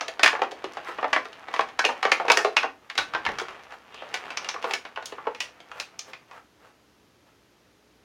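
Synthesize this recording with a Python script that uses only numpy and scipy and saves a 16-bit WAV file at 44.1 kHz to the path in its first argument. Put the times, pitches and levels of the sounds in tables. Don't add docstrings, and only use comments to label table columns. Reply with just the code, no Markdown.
import sys
import numpy as np
from scipy import signal
from scipy.fft import rfft, irfft, next_fast_len
from scipy.io import wavfile
from scipy.ndimage import uniform_filter1d, minimum_filter1d

SR = 44100
rng = np.random.default_rng(int(sys.argv[2]) if len(sys.argv) > 2 else 0)


def materialize(psi):
    bounded = np.clip(np.atleast_2d(psi).T, -1, 1)
    quanta = np.round(bounded * 32767).astype(np.int16)
    wavfile.write(sys.argv[1], SR, quanta)


N = 354563

# (time [s], relative level [dB], edge sharpness [dB], hollow body [dB], panel ring [Hz])
BUCKLES = [(0.0095, -29, -3, 0.5, 5730), (0.0816, -39.5, 11.5, 12, 700), (0.1947, -28, -4.5, -2, 1730),
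           (0.2328, -21, 9, 1.5, 2440), (0.2437, -26.5, 8, 8.5, 1690), (0.2602, -21, 5, -23, 1800),
           (0.277, -22, 2, -22, 1790), (0.3294, -28, -16, 2.5, 530), (0.3516, -29, -16, -9, 1700),
           (0.3924, -37.5, -12, 8, 730), (0.4185, -24, -9.5, 4.5, 597), (0.436, -30.5, -12, -1, 1080),
           (0.5167, -46, 7.5, 19, 760), (0.642, -35.5, -0.5, 13.5, 413), (0.735, -67.5, 25, 6, 1440),
           (0.77, -35.5, -8.5, 2.5, 700), (0.8849, -43, -2, 16, 430), (0.985, -31.5, -19, 4, 1240),
           (1.0281, -29.5, -16, 7, 1860), (1.043, -22, -23, 1, 680), (1.1304, -21.5, -3, -8, 1900),
           (1.1627, -23.5, -9.5, 1, 1820), (1.2543, -44.5, 2, 12, 1250), (1.4839, -39, -8.5, 2, 2060),
           (1.5391, -30, -3.5, -6, 1050), (1.563, -36, -1, 4, 1080), (1.593, -21.5, -12, 0.5, 750),
           (1.6082, -29.5, -3.5, -1, 760), (1.6874, -45, -0.5, -2, 684), (1.792, -25, 4, 1, 1610),
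           (1.8419, -26, -13, 0, 2600), (1.85, -27, 7, 13, 2620), (1.8896, -27.5, -11, 3.5, 750),
           (2.0284, -26.5, -0.5, -3, 1250), (2.052, -19.5, -11.5, 5.5, 2080), (2.1179, -21, 3.5, 2.5, 2300),
           (2.199, -25, -20, -5, 735), (2.25, -31, -37, 8.5, 760), (2.282, -26, -3.5, 6.5, 2450),
           (2.3005, -15.5, -2.5, -1, 2400), (2.3178, -28, 15.5, 10, 900), (2.3721, -26.5, 11, 13, 1720),
           (2.389, -27, -23, -3, 1830), (2.4474, -24.5, -4, 13, 690), (2.5674, -19, 0, -6.5, 2650),
           (2.6307, -31, -3.5, -2, 1460), (2.6412, -27, -23, 6.5, 680), (2.8996, -41, 6.5, -13, 1950),
           (2.9536, -44.5, 4, 10, 2080), (2.9781, -28, 7, -17, 3660), (2.9859, -25.5, -2.5, 1.5, 1400),
           (3.1368, -32, -7, -20, 1240), (3.1482, -26, -10.5, 1, 1490), (3.252, -35.5, 0.5, -2, 3100),
           (3.264, -25.5, -6.5, -5, 2110), (3.2889, -35, -5, 11.5, 1950), (3.3858, -37.5, 8.5, 3, 1160),
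           (3.3985, -36.5, 5, -2, 1370), (3.4146, -49.5, 12, 29, 935), (3.4835, -42.5, -1.5, -4, 1260),
           (3.7221, -47.5, -2, 6, 900), (4.021, -41, -11, 10.5, 1310), (4.1412, -36.5, 12, 6, 2230),
           (4.3724, -33, 5.5, -20, 6100), (4.4885, -32, 4.5, -23, 5600), (4.5416, -36, -8, 1, 480),
           (4.561, -35.5, -24, -14, 1200), (4.6421, -31, -6, 10.5, 1060), (4.7097, -36.5, 5, 4, 2600),
           (4.7361, -35, 14, 9, 2470), (4.8509, -41.5, -3.5, 3, 1430), (4.96, -42.5, -2.5, -33, 2880),
           (4.974, -33.5, -16, 1.5, 1320), (5.0252, -49, 3.5, 9, 740), (5.0574, -66.5, 39, 6, 3320),
           (5.1236, -42.5, -5, 19.5, 940), (5.1813, -36, -31, -7, 1330), (5.253, -43, -39, -12, 1180),
           (5.2692, -29, -21, 13, 1040), (5.348, -48, 6.5, -1, 2650), (5.4043, -39.5, 16.5, -1, 2500),
           (5.603, -56, 7.5, 13.5, 3280), (5.7155, -45, 0, -9, 1340), (5.7996, -43.5, 18, 5, 2600),
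           (5.9917, -50.5, 20.5, -11, 6240), (6.1332, -43.5, 0.5, -6.5, 2310),
           (6.3118, -50, -1.5, 1.5, 1000)]


def buckling(gain_db=38.5, hollow_db=-3, slips_db=-11, slips_t60_s=.05, lead_s=0.0027, lead_db=-20):
    out = np.zeros(N)
    t = np.arange(SR // 8) / SR
    for s, db, edge_db, body_db, panel_hz in [*BUCKLES, *small_buckles()]:
        slips = (rng.random(len(t)) < 350 / SR) * rng.standard_normal(len(t))
        train = amp(slips_db) * unit(slips * fade(t, slips_t60_s) * (t > lead_s))
        train[0] += amp(lead_db)
        train[int(lead_s * SR)] += 1
        buckle = snap(body_db + hollow_db, edge_db, panel_hz)
        add(out, s - lead_s, amp(db + gain_db) * signal.fftconvolve(train, buckle))
    return out


# (frequency [Hz], gain [dB])
SHEET_SPECTRUM = [(40, -38.5), (150, -36), (250, -7), (400, -4), (520, -0.5), (750, 5), (1300, 1),
                  (2500, -3), (3800, -8), (5200, -11.5), (6800, -17.5), (7800, -26.5), (9800, -29),
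                  (12000, -41), (16000, -39.5)]
SNAP_ZONES_HZ = [190, 400, 950, 2300, 5500, 11000]


def snap(body_db, edge_db, panel_hz, bass_db=-3.5, delay_at_1khz_s=.0005, size=6144):
    t, hz = np.arange(size) / SR, np.fft.rfftfreq(size, 1 / SR)
    kick, flutter, sway, scatter = (rfft(burst(t, t60_s)) for t60_s in (0.016, 0.074, 0.14, 0.07))
    waves = kick + flutter / (1 + (hz / 4800) ** 2) + 2 * amp(-7) * sway / (1 + (hz / 1300) ** 2)
    waves += amp(-9) * scatter
    energy = uniform_filter1d(np.abs(waves) ** 2, size=71)
    crack_db, top_db = 2 + 0.39 * edge_db, 1.2 * edge_db
    zones = list(zip(SNAP_ZONES_HZ, [bass_db, body_db, 0, crack_db, edge_db, top_db]))
    radiation = causal(amp(along(SHEET_SPECTRUM, hz) + along(zones, hz)) / np.sqrt(energy))
    ring_db = 1 + 3 * np.log2(panel_hz / 1500)
    panel = 1 + amp(ring_db) * resonance(hz, panel_hz, width_hz=150 + panel_hz / 8)
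    dispersion = np.exp(-4j * np.pi * delay_at_1khz_s * np.sqrt(1000 * hz))
    return irfft(waves * radiation * panel * facets(hz) * dispersion)


def facets(hz, facet_db=-7.5, low_hz=700, high_hz=8000, q=10, count=7):
    centres_hz = low_hz * (high_hz / low_hz) ** rng.random((count, 1))
    phases = np.exp(2j * np.pi * rng.random((count, 1)))
    modes = 1 + amp(facet_db) * np.sum(phases * resonance(hz, centres_hz, centres_hz / q), axis=0)
    in_band = (hz > low_hz) & (hz < high_hz)
    return modes / np.sqrt(np.mean(np.abs(modes[in_band]) ** 2))


def small_buckles(gain_db=-6, spread_db=7, body_db=3, low_hz=600, high_hz=3000, count=40):
    when, strength, sharpness, smallness = rng.random((count, 4)).T
    s = (np.arange(count) + when) / count * N / SR
    db = 20 * np.log10(effort(s) + 1e-9) + gain_db + spread_db * (strength - .5)
    edge_db = 1 + 18 * (sharpness - .5)
    panel_hz = low_hz * (high_hz / low_hz) ** smallness
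    rows = np.column_stack([s, db, edge_db, np.full(count, body_db), panel_hz])
    return rows[effort(s) > 0]


# (frequency [Hz], width [Hz], relative gain [dB])
TRAY_MODES = [(433, 79, -2), (497, 61, -0.5), (497, 3.5, -5.5), (659.6, 22, -10), (920, 12, -16.5),
              (1143, 22, -5.5), (1300, 49, -4.5), (1750, 99, -9.5), (2195, 12, -12), (2760, 180, -7),
              (3160, 180, -9)]


def tray(x, modes_db=-5):
    size = next_fast_len(N + SR)
    hz = np.fft.rfftfreq(size, 1 / SR)
    modes = sum(amp(db) * resonance(hz, mode_hz, width_hz) for mode_hz, width_hz, db in TRAY_MODES)
    return irfft(rfft(x, size) * (1 + amp(modes_db) * modes), size)[:N]


# (time [s], relative level [dB])
FINGER_EFFORT = [(0, -43.5), (0.14, -47), (0.36, -48), (0.58, -45.5), (0.85, -43), (1.14, -43.5),
                 (1.3, -48), (1.55, -41), (1.74, -48.5), (2.28, -37.5), (2.55, -48), (2.75, -58),
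                 (3.15, -45), (3.36, -38.5), (3.8, -52.5), (4.25, -37.5), (4.6, -43), (4.85, -53),
                 (5.1, -46), (5.55, -52), (6.1, -53), (6.429, -62)]


def effort(t, rest_db=-65.5):
    s, db = np.transpose(FINGER_EFFORT)
    return np.maximum(amp(np.interp(t, s, db)) - amp(rest_db), 0)


# (frequency [Hz], gain [dB])
SKIN_SPECTRUM = [(60, -32), (180, -11), (350, -6.5), (750, 3), (1300, 1), (2500, -4), (4500, -18),
                 (8000, -31.5), (16000, -49.5)]
# (frequency [Hz], gain [dB])
CREASE_SPECTRUM = [(200, -26), (1000, -1.5), (2800, 2.5), (6300, -1.5), (8000, -20), (10000, -11.5),
                   (12500, -20.5), (16000, -27.5)]


def rubbing(rub_db=-3, crackle_db=-19):
    skin = steady(colour(grains(rate_hz=550, spread_db=0.5), SKIN_SPECTRUM))
    ticks = steady(colour(grains(rate_hz=38, spread_db=6), CREASE_SPECTRUM))
    return effort(np.arange(N) / SR) * (amp(rub_db) * skin + amp(crackle_db) * ticks)


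# (peak time [s], length [s], relative level [dB], centre [Hz])
STROKES = [(0.89, 0.057, -34.5, 1250), (3.73, 0.04, -43, 1150), (3.99, 0.08, -46.5, 2900),
           (4.26, 0.058, -52, 1140), (4.7, 0.059, -34.5, 990), (5.79, 0.062, -41.5, 1010),
           (6.09, 0.035, -46.5, 695), (6.355, 0.076, -46.5, 1050), (6.655, 0.073, -52.5, 903),
           (7.285, 0.03, -59, 780)]


def brushing(gain_db=-2, width_at_1khz_oct=0.97, size=16384):
    out, t = np.zeros(N), (np.arange(size) - size / 2) / SR
    slips, hz = grains(rate_hz=2500, spread_db=5), np.fft.rfftfreq(size, 1 / SR)
    for k, (s, length_s, db, centre_hz) in enumerate(STROKES):
        width_oct = width_at_1khz_oct * (1000 / centre_hz) ** 1.1
        offset = np.abs(np.log2((hz + 1) / centre_hz)) / width_oct
        friction = irfft(rfft(slips[k * size:(k + 1) * size]) / (1 + offset ** 3))
        swell = np.exp(-2 * (t / length_s) ** 2)
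        add(out, s + t[0], amp(db + gain_db) * swell * steady(friction))
    return out


# (time [s], relative level [dB])
ARM_BUMPS = [(0.233, -48), (0.641, -55), (1.591, -50), (2.984, -46), (3.14, -46.5), (3.268, -39),
             (5.27, -58)]


def bumps(t60_s=0.55, band_hz=(30, 340), gain_db=-4):
    out, t = np.zeros(N), np.arange(SR // 2) / SR
    bandpass = signal.butter(2, band_hz, "band", fs=SR, output="sos")
    for s, db in ARM_BUMPS:
        thud = signal.sosfilt(bandpass, rng.standard_normal(len(t)))
        add(out, s, amp(db + gain_db) * steady(thud) * fade(t, t60_s))
    return out


# (frequency [Hz], T60 [s])
WALL_DECAY = [(200, 0.58), (530, 0.21), (1400, 0.23), (3700, 0.22), (9700, 0.23)]


def walls(size, build_s=0.0095):
    t, hz = np.arange(size) / SR, np.fft.rfftfreq(size, 1 / SR)
    centres_hz, t60s = np.transpose(WALL_DECAY)
    noise = rfft(rng.standard_normal(size))
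    bands = [irfft(noise * along(list(zip(centres_hz, share)), hz)) for share in np.eye(len(t60s))]
    tail = sum(band * fade(t, t60_s) for band, t60_s in zip(bands, t60s))
    return unit(tail * np.minimum(t / build_s, 1))


def room(x, tail_db=-5.0, side_db=-14, side_t60_s=0.027, side_above_hz=4500, size=16384):
    mid, padded = x.copy(), np.pad(x, size)
    window = signal.get_window("hann", size)
    for i in range(size // 2, N + size, size // 2):
        wash = signal.fftconvolve(padded[i:i + size] * window, walls(size))
        add(mid, (i - size) / SR, amp(tail_db) * wash[max(size - i, 0):])
    wide = signal.fftconvolve(x, burst(np.arange(size) / SR, side_t60_s))[:N]
    highpass = signal.butter(12, side_above_hz, "high", fs=SR, output="sos")
    side = amp(side_db) * signal.sosfilt(highpass, wide)
    return mid + np.array([side, -side])


# (frequency [Hz], relative density [dB])
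AIR_SPECTRUM = [(20, -43), (35, -26.5), (55, -6), (85, -2), (130, -6), (200, -2), (400, -5), (800, -10),
                (1500, -13.5), (3000, -15.5), (6500, -20.5), (8000, -28), (12000, -28), (16000, -35.5)]
# (frequency [Hz], rms level [dB])
HUM_TONES = [(60, -79.5), (120, -77.5), (301, -75), (360.5, -78.5), (420, -76)]


def background(air_db=-62.0):
    t = np.arange(N) / SR
    hum = sum(np.sqrt(2) * amp(db) * np.sin(2 * np.pi * (hz * t + rng.random())) for hz, db in HUM_TONES)
    return amp(air_db) * steady(colour(rng.standard_normal(N), AIR_SPECTRUM)) + hum


def amp(db):
    return 10 ** (np.asarray(db) / 20)


def unit(x):
    return x / np.sqrt(np.sum(x ** 2) + 1e-18)


def steady(x):
    return x / np.std(x)


def along(points, hz):
    points_hz, values = np.transpose(points)
    return np.interp(np.log(hz + 0.0011), np.log(points_hz), values)


def colour(x, points):
    size = next_fast_len(len(x))
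    gain = amp(along(points, np.fft.rfftfreq(size, 1 / SR)))
    return irfft(rfft(x, size) * gain, size)[:len(x)]


def resonance(hz, centre_hz, width_hz):
    return 1 / (1 + 2j * (hz - centre_hz) / width_hz)


def causal(gain):
    cepstrum = irfft(np.log(gain + 1e-9))
    half = len(cepstrum) // 2
    cepstrum[1:half] *= 2
    cepstrum[half + 1:] = 0
    return np.exp(rfft(cepstrum))


def fade(t, t60_s):
    return amp(-60 * t / t60_s)


def burst(t, t60_s):
    return unit(rng.standard_normal(len(t)) * fade(t, t60_s))


def grains(rate_hz, spread_db):
    sizes = amp(spread_db * np.clip(rng.standard_normal(N), -2, 2))
    return steady((rng.random(N) < rate_hz / SR) * sizes * rng.choice([-1, 1], N))


def add(track, start_s, sound):
    i = max(int(start_s * SR), 0)
    track[i:i + len(sound)] += sound[:max(len(track) - i, 0)]


def scene():
    return room(tray(buckling() + rubbing() + brushing())) + bumps() + background()


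def record(dry, ceiling=.88, window_samples=89, cutoff_hz=16100):
    needed = np.minimum(1, ceiling / (np.abs(dry).max(axis=0) + 1e-9))
    gain = uniform_filter1d(minimum_filter1d(needed, window_samples), window_samples)
    return signal.sosfilt(signal.ellip(10, .2, 70, cutoff_hz, fs=SR, output="sos"), dry * gain)


dry = scene()
out = record(dry)
materialize(out)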